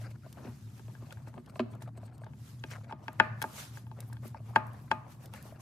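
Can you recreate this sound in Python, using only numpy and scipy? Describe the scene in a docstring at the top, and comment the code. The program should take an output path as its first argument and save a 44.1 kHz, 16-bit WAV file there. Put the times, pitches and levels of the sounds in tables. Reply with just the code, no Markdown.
"""Backing screws out of an air-box lid

A screwdriver works on a plastic lid in an engine bay: struck lid, wall and housing modes make knocks and bumps.
Stick-slip noise scrapes as the thread turns, the blade drags and the palm rubs; narrow resonances chirp.
Bursts of noise tick like grit, and fine hiss follows the sleeve. A wavering engine hum lies low behind it all.
The bay and the garage walls answer the hits with diffuse tails.
"""
import sys
import numpy as np
from scipy import signal
from scipy.fft import rfft, irfft, next_fast_len
from scipy.io import wavfile
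from scipy.ndimage import map_coordinates

SR = 44100
rng = np.random.default_rng(int(sys.argv[2]) if len(sys.argv) > 2 else 0)


def unload_audio(sound):
    """Save the sound as a 16-bit wav file, at the path given as the first command line argument."""
    columns = np.transpose(np.atleast_2d(sound))
    # keep every value between -1 and 1, then stretch to whole-number steps
    steps = np.round(np.clip(columns, -1, 1) * 32767)
    wavfile.write(sys.argv[1], SR, steps.astype(np.int16))


N = 247401
TIME = np.arange(N) / SR

# blade knocks on screw and lid:
# (time [s], level [dB], thud [dB], snap [dB], edge [dB], left over right [dB])
KNOCKS = [(0.795, -52, 34, 7.5, 6, 4), (0.952, -50.5, 8, -3, 5, 7), (1.108, -48, 0, -2, 19.5, 5),
          (1.124, -50, 14, 4, 13, 4), (1.172, -50.5, 1, 4, 3, 6), (1.273, -40.5, 26, -8, -8, 2),
          (1.341, -43.5, 24, -9.5, 3, 5), (1.821, -41.5, -13, -5, 9, 1), (2.081, -54, 14, 1, 10, 6),
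          (2.237, -43.5, 16, -3, -1, 5), (2.266, -41, 17, -7, -7, 2), (2.335, -52.5, 20, -3.5, 9, 10),
          (2.639, -34, 27, 0, 17, 2.5), (2.713, -48, 24, 8, 19, 0), (2.732, -59.5, 14, 6, 14, 2),
          (2.762, -57, 12, 3.5, 15, -1), (2.845, -52, 12.5, 0.5, 12, 0), (2.896, -41, 20, -18, -8, -1),
          (2.911, -31, 5, -19, -7, 3), (2.925, -26.5, 16, -14, 1.5, 0), (3.082, -26.5, 14.5, -0.5, 8, 3.5),
          (3.2, -7, 10.5, 1.5, 7, 4.5), (3.2034, -22.5, 2, 14, 4.5, 5), (3.418, -28, 15.5, 0, 14, 9),
          (3.425, -27.5, 0, -1, 11, -1), (3.441, -19, 13, -8.5, -17, 0), (3.773, -40.5, 16, 0, 4, 6),
          (3.868, -43, 8, -17, 2.5, 4), (3.915, -35.5, 9, -24, 1, 4), (4.113, -53, 5, -10, -1, 1),
          (4.127, -42, 6, -2, -11, 3), (4.169, -45.5, 15.5, -7, 11, 5), (4.346, -33.5, 5, -17, -10, 2),
          (4.561, -4.5, 5.5, -6, -0.5, 4), (4.915, -9.5, 6, -8.5, 2.5, 3.5),
          (5.338, -37.5, 12, -8, 10.5, -3)]
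# modes of the plastic lid: (frequency [Hz], level [dB], t60 [s])
LID_MODES = [(140, -27, .05), (205, -21, .05), (270, -19, .028), (367, -24, .03), (545, -13, .018),
             (690, -11, .024), (905, 0, .022), (1028, -1, .014), (1215, -12, .018), (1600, -.5, .025),
             (1690, -7, .014), (1990, -14, .012), (2260, -6.5, .011), (2590, -10, .014), (2800, -17, .012),
             (3330, -18, .013), (3950, -24, .009), (4520, -34, .008), (5445, -32, .014), (5808, -36, .012)]
# modes of the housing that rings on under the lid: (frequency [Hz], level [dB], t60 [s])
HOUSING_MODES = [(235, -46, .25), (625, -33, .2), (870, -30, .22), (1222, -31, .25), (1600, -34, .18),
                 (2480, -42, .16)]
# spectrum of the steel shaft's short clink: (frequency [Hz], density [dB per Hz])
STEEL_SPECTRUM = [(1500, -17.5), (3100, -10), (3400, -6), (3700, -5), (4000, 16), (4200, -8), (4550, 14.5),
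                  (4900, -0.5), (5500, 5.5), (6100, -9.5), (7200, 0), (8200, -15), (9800, -9.5),
                  (12000, -7.5), (15500, -43)]
# gritty spectrum of the dragging blade, also used in knocks and bumps: (frequency [Hz], density [dB per Hz])
GRIT_SPECTRUM = [(300, -25), (550, 11), (950, -4), (1450, 5.5), (1850, -3), (2200, 1.5), (2450, -2),
                 (2700, -2.5), (3300, -19), (4150, -11.5), (4500, -7.5), (5000, -11.5), (5500, -14.5),
                 (6100, -19.5), (7500, -18), (14000, -35)]
LEAD_IN_DB = -17.5  # the swell before a knock, relative to its knock


def knocks():
    """The blade jumps in the screw head; thud, snap and edge weight the low, middle and high lid modes."""
    near, far = np.zeros((2, N)), np.zeros((1, N))
    for s, db, thud_db, snap_db, edge_db, pan_db in KNOCKS:
        colour = [(130, 0), (250, thud_db), (400, thud_db), (850, 0),
                  (1150, 0), (1600, snap_db), (3200, edge_db)]
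        # light contacts land anywhere, so they excite the modes less evenly
        scatter_db = np.interp(db, [-45, -20], [3, .5])
        body = amp(db) * ring(LID_MODES, colour, travel=.0012, ports=1, scatter_db=scatter_db)
        housing = amp(db) * ring(HOUSING_MODES, colour, travel=.004, ports=.5, scatter_db=2)
        add(near, s - .0015, panned(body + housing, pan_db))
        clink = amp(db + edge_db - 27.0) * burst(STEEL_SPECTRUM, t60=0.023, alike=0.65)
        add(near, s - .001, clink)
        # a short noise swell, a decay played backwards, leads into each knock
        lead_in = amp(db + LEAD_IN_DB) * burst(GRIT_SPECTRUM, t60=0.018, alike=0.43)[:, ::-1]
        add(near, s - lead_in.shape[1] / SR, lead_in)
        add(far, s, spread(body, colour))
    return near, far


# spectrum of what a knock radiates into the room: (frequency [Hz], density [dB per Hz])
RADIATED_SPECTRUM = [(100, 7.5), (250, -7.5), (400, -12), (480, -10.5), (630, 0), (750, 5), (890, 5.5),
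                     (1050, 7.5), (1220, 6), (1400, 2), (1610, 6.5), (1870, 3), (2070, -6), (2480, -5),
                     (2850, -14), (3300, -21.5), (4500, -26.5), (9000, -56.5)]


def spread(body, colour):
    """What a knock sends into the room: the same energy, its modes evened out over all directions."""
    size = 512
    impulse = signal.unit_impulse(size, size // 4)[None]
    pulse = filtered(impulse, lambda hz: amp(along(RADIATED_SPECTRUM, hz) + along(colour, hz)))
    return pulse * np.linalg.norm(body.mean(axis=0)) / np.linalg.norm(pulse)


# how much earlier the left port hears the shell: (frequency [Hz], phase [rad])
PORT_PHASE = [(150, 0.046), (500, 0.57), (950, 0.57), (1700, 1.32), (3000, 2.3), (6000, 2.5)]


def ring(modes, colour, travel, ports, scatter_db):
    """A struck shell at both ports: bending waves carry the high modes to the edge first."""
    hz, db, t60 = np.transpose(modes)[:, :, None]
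    t = np.arange(SR // 6) / SR
    # travel is the time [s] a 1 kHz wave takes
    age = np.maximum(t - travel * np.sqrt(1000 / hz), 0)
    size = amp(db + along(colour, hz) + scatter_db * rng.standard_normal(hz.shape))
    # each mode builds up within about a cycle
    swell = 1 - np.exp(-(age * hz / .9) ** 2)
    life = size * swell * amp(-60 * age / t60)
    lags = (0, ports * along(PORT_PHASE, hz))
    return np.array([np.sum(life * np.sin(2 * np.pi * hz * age - late), axis=0) for late in lags])


# tool and hand bump the hollow side of the box: (time [s], level [dB], boom [dB], hardness [dB])
BUMPS = [(0.262, -39.5, -11, -16), (0.447, -43, 12, 0), (0.476, -52, 20, 7), (0.881, -46.5, 2, -1),
         (1.022, -46.5, 9, -16), (1.379, -38.5, 5.5, -5), (1.387, -67, -4, -10), (1.557, -34.5, -10, -1.5),
         (1.5944, -21, 4, 1), (1.6024, -31, 3, 6.5), (1.975, -43, 2.5, -3.5), (2.03, -39, -21, -14),
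         (2.216, -39.5, -27, -14), (4.252, -44.5, 9, -10), (4.401, -44, -23, -26), (5.452, -43, -5, -26),
         (5.522, -34.5, -20, -44)]
# modes of the side wall of the box: (frequency [Hz], level [dB], t60 [s])
PANEL_MODES = [(235, -10.5, 0.17), (366, -8, 0.057), (388, -7.5, 0.017), (550, -35, 0.025), (629, 1, 0.027),
               (746, -6, 0.0064), (1030, -4.5, 0.03), (1202, -15, 0.072), (1340, -3, 0.012),
               (1580, -5.5, 0.012), (2240, -7, 0.0089), (2560, -6.5, 0.012), (3120, -15, 0.01),
               (4050, -46, .1), (4140, -12, 0.0052)]


def bumps():
    """The box wall rings: boom weights its low modes, hardness its upper modes and the contact noise."""
    out = np.zeros((2, N))
    for s, db, boom_db, hard_db in BUMPS:
        colour = [(350, boom_db), (620, 0.01), (2500, hard_db)]
        wall = amp(db) * ring(PANEL_MODES, colour, travel=.0017, ports=.2, scatter_db=1)
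        add(out, s - .001, wall)
        contact = amp(db + hard_db - 10.5) * burst(GRIT_SPECTRUM, t60=0.045, alike=0.15)
        add(out, s, contact)
    return out


# dry ticks of grit in the thread: (time [s], peak level [dB], brightness [dB])
TICKS = [(0.3272, -42, -8), (1.1246, -39, -12), (1.461, -50.5, -16), (1.751, -49.5, -4), (1.8236, -42, -9),
         (2.18, -51.5, -5), (2.2434, -50, -17), (2.7073, -42, 4), (3.1301, -47.5, 5), (3.4172, -28, 2),
         (3.4241, -22, -3), (3.771, -50, 6), (4.0044, -34.5, -1), (4.13, -42, -1), (4.279, -41.5, 12),
         (4.668, -50, -2), (4.733, -50, 3), (5.2582, -40, -5), (5.3376, -39, -2), (5.4257, -40, 11)]
# spectrum of a tick before its brightness tilt: (frequency [Hz], density [dB per Hz])
TICK_SPECTRUM = [(1000, -3.5), (3500, 5), (7000, 7), (12500, 10), (15500, 3)]


def ticks():
    """Grit breaks in the thread, too lightly to move the lid: bare decaying noise bursts."""
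    out = np.zeros((2, N))
    for s, db, bright_db in TICKS:
        tilt = [(4000, 0), (13000, bright_db)]
        spectrum = [(hz, level + along(tilt, hz)) for hz, level in TICK_SPECTRUM]
        add(out, s, amp(db) * burst(spectrum, t60=.017, alike=.75))
    return out


def scraping():
    """Everything that rubs on the box: thread, blade, chirps and palm, leaning left."""
    return panned(thread() + blade() + squeaks() + palm(), pan_db=4.0)


# spells of turning a screw: (start time [s], end time [s], relative grinding level [dB])
TURNS = [(0.0, 0.168, -74), (0.338, 0.55, -63.5), (0.767, 1.4, -67.5), (1.46, 1.744, -63),
         (1.814, 1.882, -57.5), (1.942, 2.3, -65.5), (2.67, 2.957, -64.5), (2.996, 3.594, -61.5),
         (3.97, 4.16, -61), (4.449, 4.86, -59), (5.031, 5.314, -61), (5.309, 5.65, -59.5)]
# spectrum of the grinding thread: (frequency [Hz], density [dB per Hz])
THREAD_SPECTRUM = [(200, -5), (450, -1), (700, 3.5), (1100, -2), (1600, -7), (2400, -15), (4000, -23.5),
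                   (9000, -38.5)]
RESTING_DB = -72  # relative level of the blade stirring in the slot between spells
TWISTS_PER_S, TWIST_DB = 28, 2.5  # the fingers twist unevenly: random knots a second, rms swing


def thread():
    """The thread grinds in the plastic by stick-slip, its strength following the twisting hand."""
    grind = patchy(slips(rate=900, uneven_db=3, bed_db=-3), depth_db=4)
    effort = amp(RESTING_DB) + sum(amp(db - 1.5) * spell(start, end) for start, end, db in TURNS)
    twist = amp(TWIST_DB * wobble(TWISTS_PER_S) - 0.5)
    return effort * twist * coloured(grind, THREAD_SPECTRUM)


GRIP_S = 0.043  # the grip tightens and lets go over this time


def spell(start, end):
    """A gate that opens and closes as the grip does."""
    return np.clip(np.minimum(TIME - start, end - TIME) / GRIP_S + .5, 0, 1)


# the blade drags over screw head and lid: (time [s], peak level [dB], half-length [s])
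DRAGS = [(0.05, -54, 0.043), (0.11, -61, 0.014), (0.157, -63.5, 0.0078), (0.25, -60, 0.021),
         (0.387, -52, 0.0076), (0.455, -52, 0.0066), (0.472, -57, 0.003), (1.065, -57.5, 0.0084),
         (1.124, -51.5, 0.0068), (1.232, -63, .004), (1.282, -60, 0.016), (1.364, -58, .005),
         (1.5, -57, 0.0071), (2.06, -64.5, 0.031), (2.15, -79, 0.013), (2.716, -47.5, 0.013),
         (2.735, -50, .008), (2.76, -52, 0.013), (2.787, -60, 0.007), (2.815, -60, 0.0066),
         (2.845, -60, .01), (2.912, -54.5, 0.023), (4.37, -57.5, 0.018), (5.345, -48, 0.013),
         (5.385, -54, 0.023), (5.567, -57, .008)]


def blade():
    """The dragging blade catches and releases in short strokes."""
    drag = patchy(slips(rate=700, uneven_db=2, bed_db=-4), depth_db=4.5)
    return swells(DRAGS) * coloured(drag, GRIT_SPECTRUM)


# a tight thread chirps: (time [s], relative peak level [dB], half-length [s], pitch [Hz])
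SQUEAKS = [(1.234, -76, 0.0068, 8250), (1.286, -71, 0.013, 8060), (1.351, -74, 0.013, 8250),
           (1.397, -72, .012, 8100), (1.455, -83, .012, 8300), (1.5, -64.5, .011, 8200),
           (1.561, -66, .015, 8100), (1.718, -66.5, 0.012, 8200), (1.747, -78, .009, 8000),
           (1.812, -72, .009, 8300), (1.854, -75, 0.011, 8300), (1.882, -74, .01, 8340),
           (1.939, -78, .009, 8300), (1.978, -64, 0.0098, 8000), (2.027, -77, .012, 8100),
           (2.059, -66.5, .015, 8150), (2.15, -69.5, 0.018, 8300), (2.223, -71, .017, 8200),
           (2.596, -64.5, .009, 6440), (2.67, -69, .012, 5800), (2.715, -54, 0.0099, 4970),
           (2.723, -56, 0.013, 5950), (2.757, -73, 0.011, 6400), (2.817, -74, 0.013, 6500),
           (2.842, -71, .012, 6500), (2.898, -77, 0.013, 5600), (2.992, -77, .008, 5400),
           (3.043, -66, 0.015, 5300)]
# resonances of a chirp pitched at SQUEAK_HZ: (frequency [Hz], width [Hz], level [dB])
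SQUEAK_PEAKS = [(2600, 180, -29), (4400, 300, -2.5), (6800, 450, -8), (8140, 190, 2), (9200, 350, -3.5),
                (12500, 620, -9)]
SQUEAK_HZ = 8200
CHIRP_DRIFT_PER_S, CHIRP_ROUGH_DB = 0.6, 1.5  # rms relative glide of the pitch, rms scratchiness


def squeaks():
    """A tight thread sticks and slips in short chirps, each a few narrow resonances that drift in pitch."""
    chirps = np.zeros((2, N))
    t = np.arange(-SR // 20, SR // 20) / SR
    for s, db, half, hz in SQUEAKS:
        hiss = noise(alike=0.85, size=len(t))
        tone = unit(filtered(hiss, lambda f: resonances(f * SQUEAK_HZ / hz, SQUEAK_PEAKS)))
        # reading the tone at a changing speed glides its pitch
        drift = (t - t[0] + CHIRP_DRIFT_PER_S * rng.standard_normal() * t ** 2 / 2) * SR
        tone = np.array([map_coordinates(port, [drift]) for port in tone])
        add(chirps, s + t[0], amp(db) * np.exp(-(t / half) ** 2) * tone)
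    return chirps * amp(CHIRP_ROUGH_DB * wobble(170) - 2)


# the hand rubs along the box: (time [s], peak level [dB], half-length [s])
RUBS = [(0.043, -55.5, 0.054), (0.387, -48, 0.013), (0.463, -46.5, 0.036), (1.382, -49, 0.011),
        (1.749, -51.5, 0.026), (1.837, -54, 0.015), (2.73, -49.5, 0.018), (4.25, -47, 0.02),
        (4.882, -56, 0.0083)]
# spectrum of the rubbing palm: (frequency [Hz], density [dB per Hz])
PALM_SPECTRUM = [(100, -18), (200, 6.5), (350, -1.5), (550, -3.5), (1200, -7.5), (3000, -26), (8000, -51)]


def palm():
    """Skin rubs on plastic: dull noise of uneven colour and strength in short strokes."""
    skin = patchy(noise(alike=0.77), depth_db=4)
    return swells(RUBS) * coloured(skin * amp(3.3 * wobble(180)), PALM_SPECTRUM)


# each move of the arm swishes the sleeve: (time [s], peak level [dB], rise and fall [s])
SWISHES = [(0.02, -58, 0.042), (0.11, -59.5, 0.011), (0.298, -66, 0.04), (0.51, -63.5, 0.33),
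           (0.78, -60.5, 0.038), (0.93, -66, 0.45), (1.111, -65, 0.043), (1.283, -61, 0.01),
           (1.57, -62.5, 0.018), (1.73, -67, 0.011), (1.83, -57.5, 0.012), (2.039, -68, 0.027),
           (2.481, -58.5, 0.089), (2.72, -59.5, 0.074), (3.07, -67, 0.051), (3.2, -66.5, 0.093),
           (3.44, -57.5, 0.04), (3.598, -43.5, 0.061), (3.769, -54.5, 0.037), (4.021, -67.5, 0.18),
           (4.268, -56, 0.032), (4.49, -65, 0.077), (4.571, -56.5, 0.012), (4.81, -67, 0.21),
           (4.93, -67, 0.027), (5.122, -58.5, 0.032), (5.239, -59.5, 0.031), (5.361, -54.5, 0.025),
           (5.46, -58, 0.06), (5.61, -54, 0.0099)]
# spectrum of the sleeve: (frequency [Hz], density [dB per Hz])
CLOTH_SPECTRUM = [(200, -33.5), (500, 0), (1000, 2), (3000, -3.5), (6500, -3.5), (10000, -7), (13000, -6.5),
                  (15000, -14)]
# the cuff brushes the wrist: (time [s], peak level [dB], half-length [s])
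CUFF_RUBS = [(3.6, -65, 0.027), (3.78, -62, .02), (3.87, -65, 0.016), (4.02, -68, 0.022),
             (4.08, -58, 0.014), (4.122, -59, 0.011), (4.268, -54, .025), (4.5, -67, .025),
             (4.68, -59, 0.013), (4.745, -68, .015), (4.82, -63, .04), (5.13, -64, 0.046),
             (5.24, -59, .025), (5.35, -67, 0.023), (5.48, -62, 0.064)]
# spectrum of the cuff's finer, brighter hiss: (frequency [Hz], density [dB per Hz])
CUFF_SPECTRUM = [(5000, -38), (8500, -9), (12500, -1.5), (15000, -7.5), (15800, 1.5)]
SWISH_ROUNDNESS = 1.08  # 1 = pointed peak, 2 = bell
STIR_DB, STIR_SWING_DB = -90.5, 5.5  # the cloth is never quite still


def sleeve():
    """Fibres of the sleeve slide over each other in a fine hiss that peaks with each move."""
    moves = np.zeros(N)  # power, so that overlapping moves add as noise does
    for s, db, fade in SWISHES:
        move = amp(db) * np.exp(-np.abs((TIME - s) / fade) ** SWISH_ROUNDNESS)
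        moves += move ** 2
    stir = amp(STIR_DB + STIR_SWING_DB * wobble(23))
    fibres = patchy(noise(alike=0.26), depth_db=2)
    cloth = coloured(fibres * amp(0.88 * wobble(340)), CLOTH_SPECTRUM)
    cuff = swells(CUFF_RUBS) * coloured(noise(alike=0) * amp(4.2 * wobble(150)), CUFF_SPECTRUM)
    return np.sqrt(moves + stir ** 2) * cloth + cuff


# uneven level of the low hum: (time [s], level of the hum [dB])
HUM_LEVEL = [(0.0, -40.5), (0.47, -62), (0.5, -39.5), (0.56, -60), (0.65, -43.5), (0.83, -54), (0.9, -38),
             (0.95, -51), (1.12, -47), (1.18, -39.5), (1.22, -71), (1.28, -45), (1.43, -50.5), (1.5, -70),
             (1.53, -45.5), (2.32, -49.5), (2.34, -54.5), (2.42, -41), (2.46, -66), (2.54, -49.5),
             (2.74, -48.5), (2.9, -40), (2.95, -56), (3.06, -49), (3.13, -63), (3.21, -37), (3.24, -49.5),
             (3.32, -38.5), (3.55, -58), (3.9, -42.5), (4.02, -48.5), (4.15, -40.5), (4.18, -48),
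             (4.51, -44.5), (4.59, -41), (4.6, -41.5), (4.88, -59.5), (4.93, -48), (5.15, -58.5),
             (5.21, -47), (5.24, -57), (5.33, -47.5), (5.58, -50), (5.6, -57)]
# spectrum of the garage rumble: (frequency [Hz], density [dB per Hz])
RUMBLE_SPECTRUM = [(20, -70.5), (35, -42.5), (50, -23), (75, 1), (105, 0), (140, 8.5), (168, -7.5),
                   (200, -1), (250, -8), (320, -13), (450, -24), (900, -42), (2000, -59.5), (5000, -56.5),
                   (14000, -57.5)]
HUM_HZ, HUM_WANDER_HZ, HUM_BEAT_DB = 114.65, 2.43, -6  # firing note, its drift, strength of its throb


def engine():
    """A wavering, beating firing note with a weak octave, over the rumble of the garage."""
    phase = 2 * np.pi * np.cumsum(HUM_HZ + HUM_WANDER_HZ * wobble(9)) / SR
    beat = amp(HUM_BEAT_DB) * (wobble(24) * np.sin(phase) + wobble(24) * np.cos(phase))
    octave = amp(-19.5) * np.sin(2 * phase + wobble(12))
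    hum = amp(curve(HUM_LEVEL)) * unit(np.sin(phase) + beat + octave)
    rumble = amp(-51.0) * coloured(noise(alike=0.95), RUMBLE_SPECTRUM)
    return panned(hum + rumble, pan_db=0.87)


def reverb(x, decay, delay, alike):
    """A diffuse tail in which each frequency dies at its own speed."""
    hz, t, z = signal.stft(noise(alike, size=SR), SR, nperseg=256)
    tail = signal.istft(z * amp(-60 * t / along(decay, hz)[:, None]), SR, nperseg=256)[1]
    tail = tail / np.linalg.norm(tail[0])
    tail = np.pad(tail, ((0, 0), (round(abs(delay) * SR), 0)))
    return signal.fftconvolve(x.mean(axis=0)[None], tail, axes=1)[:, :N]


def slips(rate, uneven_db, bed_db):
    """Stick-slip: sharp releases of uneven size, rate a second, on a bed of fine friction."""
    released = rng.random(N) < rate / SR
    jerks = released * rng.uniform(-1.6, 1, N) * amp(uneven_db * wobble(60))
    return unit(jerks) + amp(bed_db) * noise(alike=0.15)


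def patchy(x, depth_db, size_hz=350, size_s=.014):
    """Friction changes colour from moment to moment as the contact shifts."""
    z = signal.stft(x, nperseg=256)[2]
    rows, columns = np.indices(z.shape[1:])
    where = np.array([rows * SR / 256 / size_hz, columns * 128 / SR / size_s])
    knots = rng.standard_normal((160, 1200))
    field = map_coordinates(knots, where, order=1, mode="wrap")
    return signal.istft(z * amp(depth_db * unit(field)), nperseg=256)[1][:, :N]


def burst(spectrum, t60, alike):
    """Many close modes dying together, peak 1."""
    t = np.arange(SR // 12) / SR
    x = coloured(noise(alike, size=len(t)), spectrum) * amp(-60 * t / t60)
    return x / np.abs(x).max()


def resonances(hz, peaks):
    """The response of a set of (frequency [Hz], width [Hz], level [dB]) resonances."""
    return sum((-1) ** k * amp(db) * 1j * hz * width / (centre ** 2 - hz ** 2 + 1j * hz * width)
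               for k, (centre, width, db) in enumerate(peaks))


def swells(rows):
    """Bell-shaped strokes from (time [s], peak level [dB], half-length [s]) rows."""
    return sum(amp(db) * np.exp(-((TIME - s) / half) ** 2) for s, db, half in rows)


def amp(db):
    """Decibels to gain."""
    return 10 ** (np.asarray(db) / 20)


def unit(x):
    """Scale to rms 1."""
    return x / np.sqrt(np.mean(x ** 2) + 1e-20)


def along(points, hz):
    """Read (frequency [Hz], value) points on a log axis."""
    f, v = np.transpose(points)
    return np.interp(np.log(hz + 1), np.log(f + 1), v)


def curve(rows):
    """One value per sample from (time [s], value) rows."""
    return np.interp(TIME, *np.transpose(rows))


def wobble(rate):
    """A smooth random curve with rate knots a second."""
    return map_coordinates(rng.standard_normal(int(N * rate / SR) + 4), [TIME * rate])


def filtered(x, response):
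    """x times a response of frequency."""
    n = x.shape[-1]
    m = next_fast_len(n + 8192)
    return irfft(rfft(x, m) * response(np.fft.rfftfreq(m, 1 / SR)), m)[..., :n]


def coloured(x, spectrum):
    """x given a spectrum, at rms 1."""
    return unit(filtered(x, lambda hz: amp(along(spectrum, hz))))


def noise(alike, size=N):
    """White stereo noise whose channels are correlated by alike."""
    mid, side = rng.standard_normal((2, size))
    turn = np.arccos(np.clip(alike, -1, 1)) / 2
    return np.cos(turn) * mid + np.sin(turn) * np.array([side, -side])


def panned(x, pan_db):
    """Make the left channel pan_db louder than the right."""
    return x * amp([[pan_db / 2], [-pan_db / 2]])


def add(track, s, x):
    """Mix x into track at s seconds."""
    start = round(s * SR)
    x = x[:, max(-start, 0):]
    part = track[:, max(start, 0):][:, :x.shape[1]]
    part += x[:, :part.shape[1]]


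# decay of the engine bay: (frequency [Hz], t60 [s])
BAY_DECAY = [(150, 0.25), (900, 0.03), (2500, 0.059), (8000, 0.0051)]
# decay of the garage: (frequency [Hz], t60 [s])
GARAGE_DECAY = [(120, .6), (500, 0.59), (1200, 0.57), (2500, 0.49), (4000, 0.43), (10000, 0.96)]


def scene():
    """The work on the lid, its hits echoed by the engine bay and the garage, over the engine."""
    near, far = knocks()
    small = bumps() + ticks()
    bay = amp(-14.5) * reverb(near + small, BAY_DECAY, delay=0.003134, alike=0.83)
    garage = amp(-13.5) * reverb(far + small, GARAGE_DECAY, delay=0.013, alike=0.089)
    hits = near + small + bay + garage
    # the hits carry no deep bass: all below about 85 Hz is cut away
    hits = signal.sosfilt(signal.butter(4, 85, "high", fs=SR, output="sos"), hits)
    return hits + scraping() + sleeve() + engine()


TOP_HZ = 15800  # nothing passes from here up


def record(dry):
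    """The recorder's treble rolls off just under its band limit."""
    rolloff = [(14200, -0.5), (15700, -17.0)]
    return filtered(dry, lambda hz: amp(along(rolloff, hz)) * (hz < TOP_HZ))


dry = scene()
out = record(dry)
unload_audio(out)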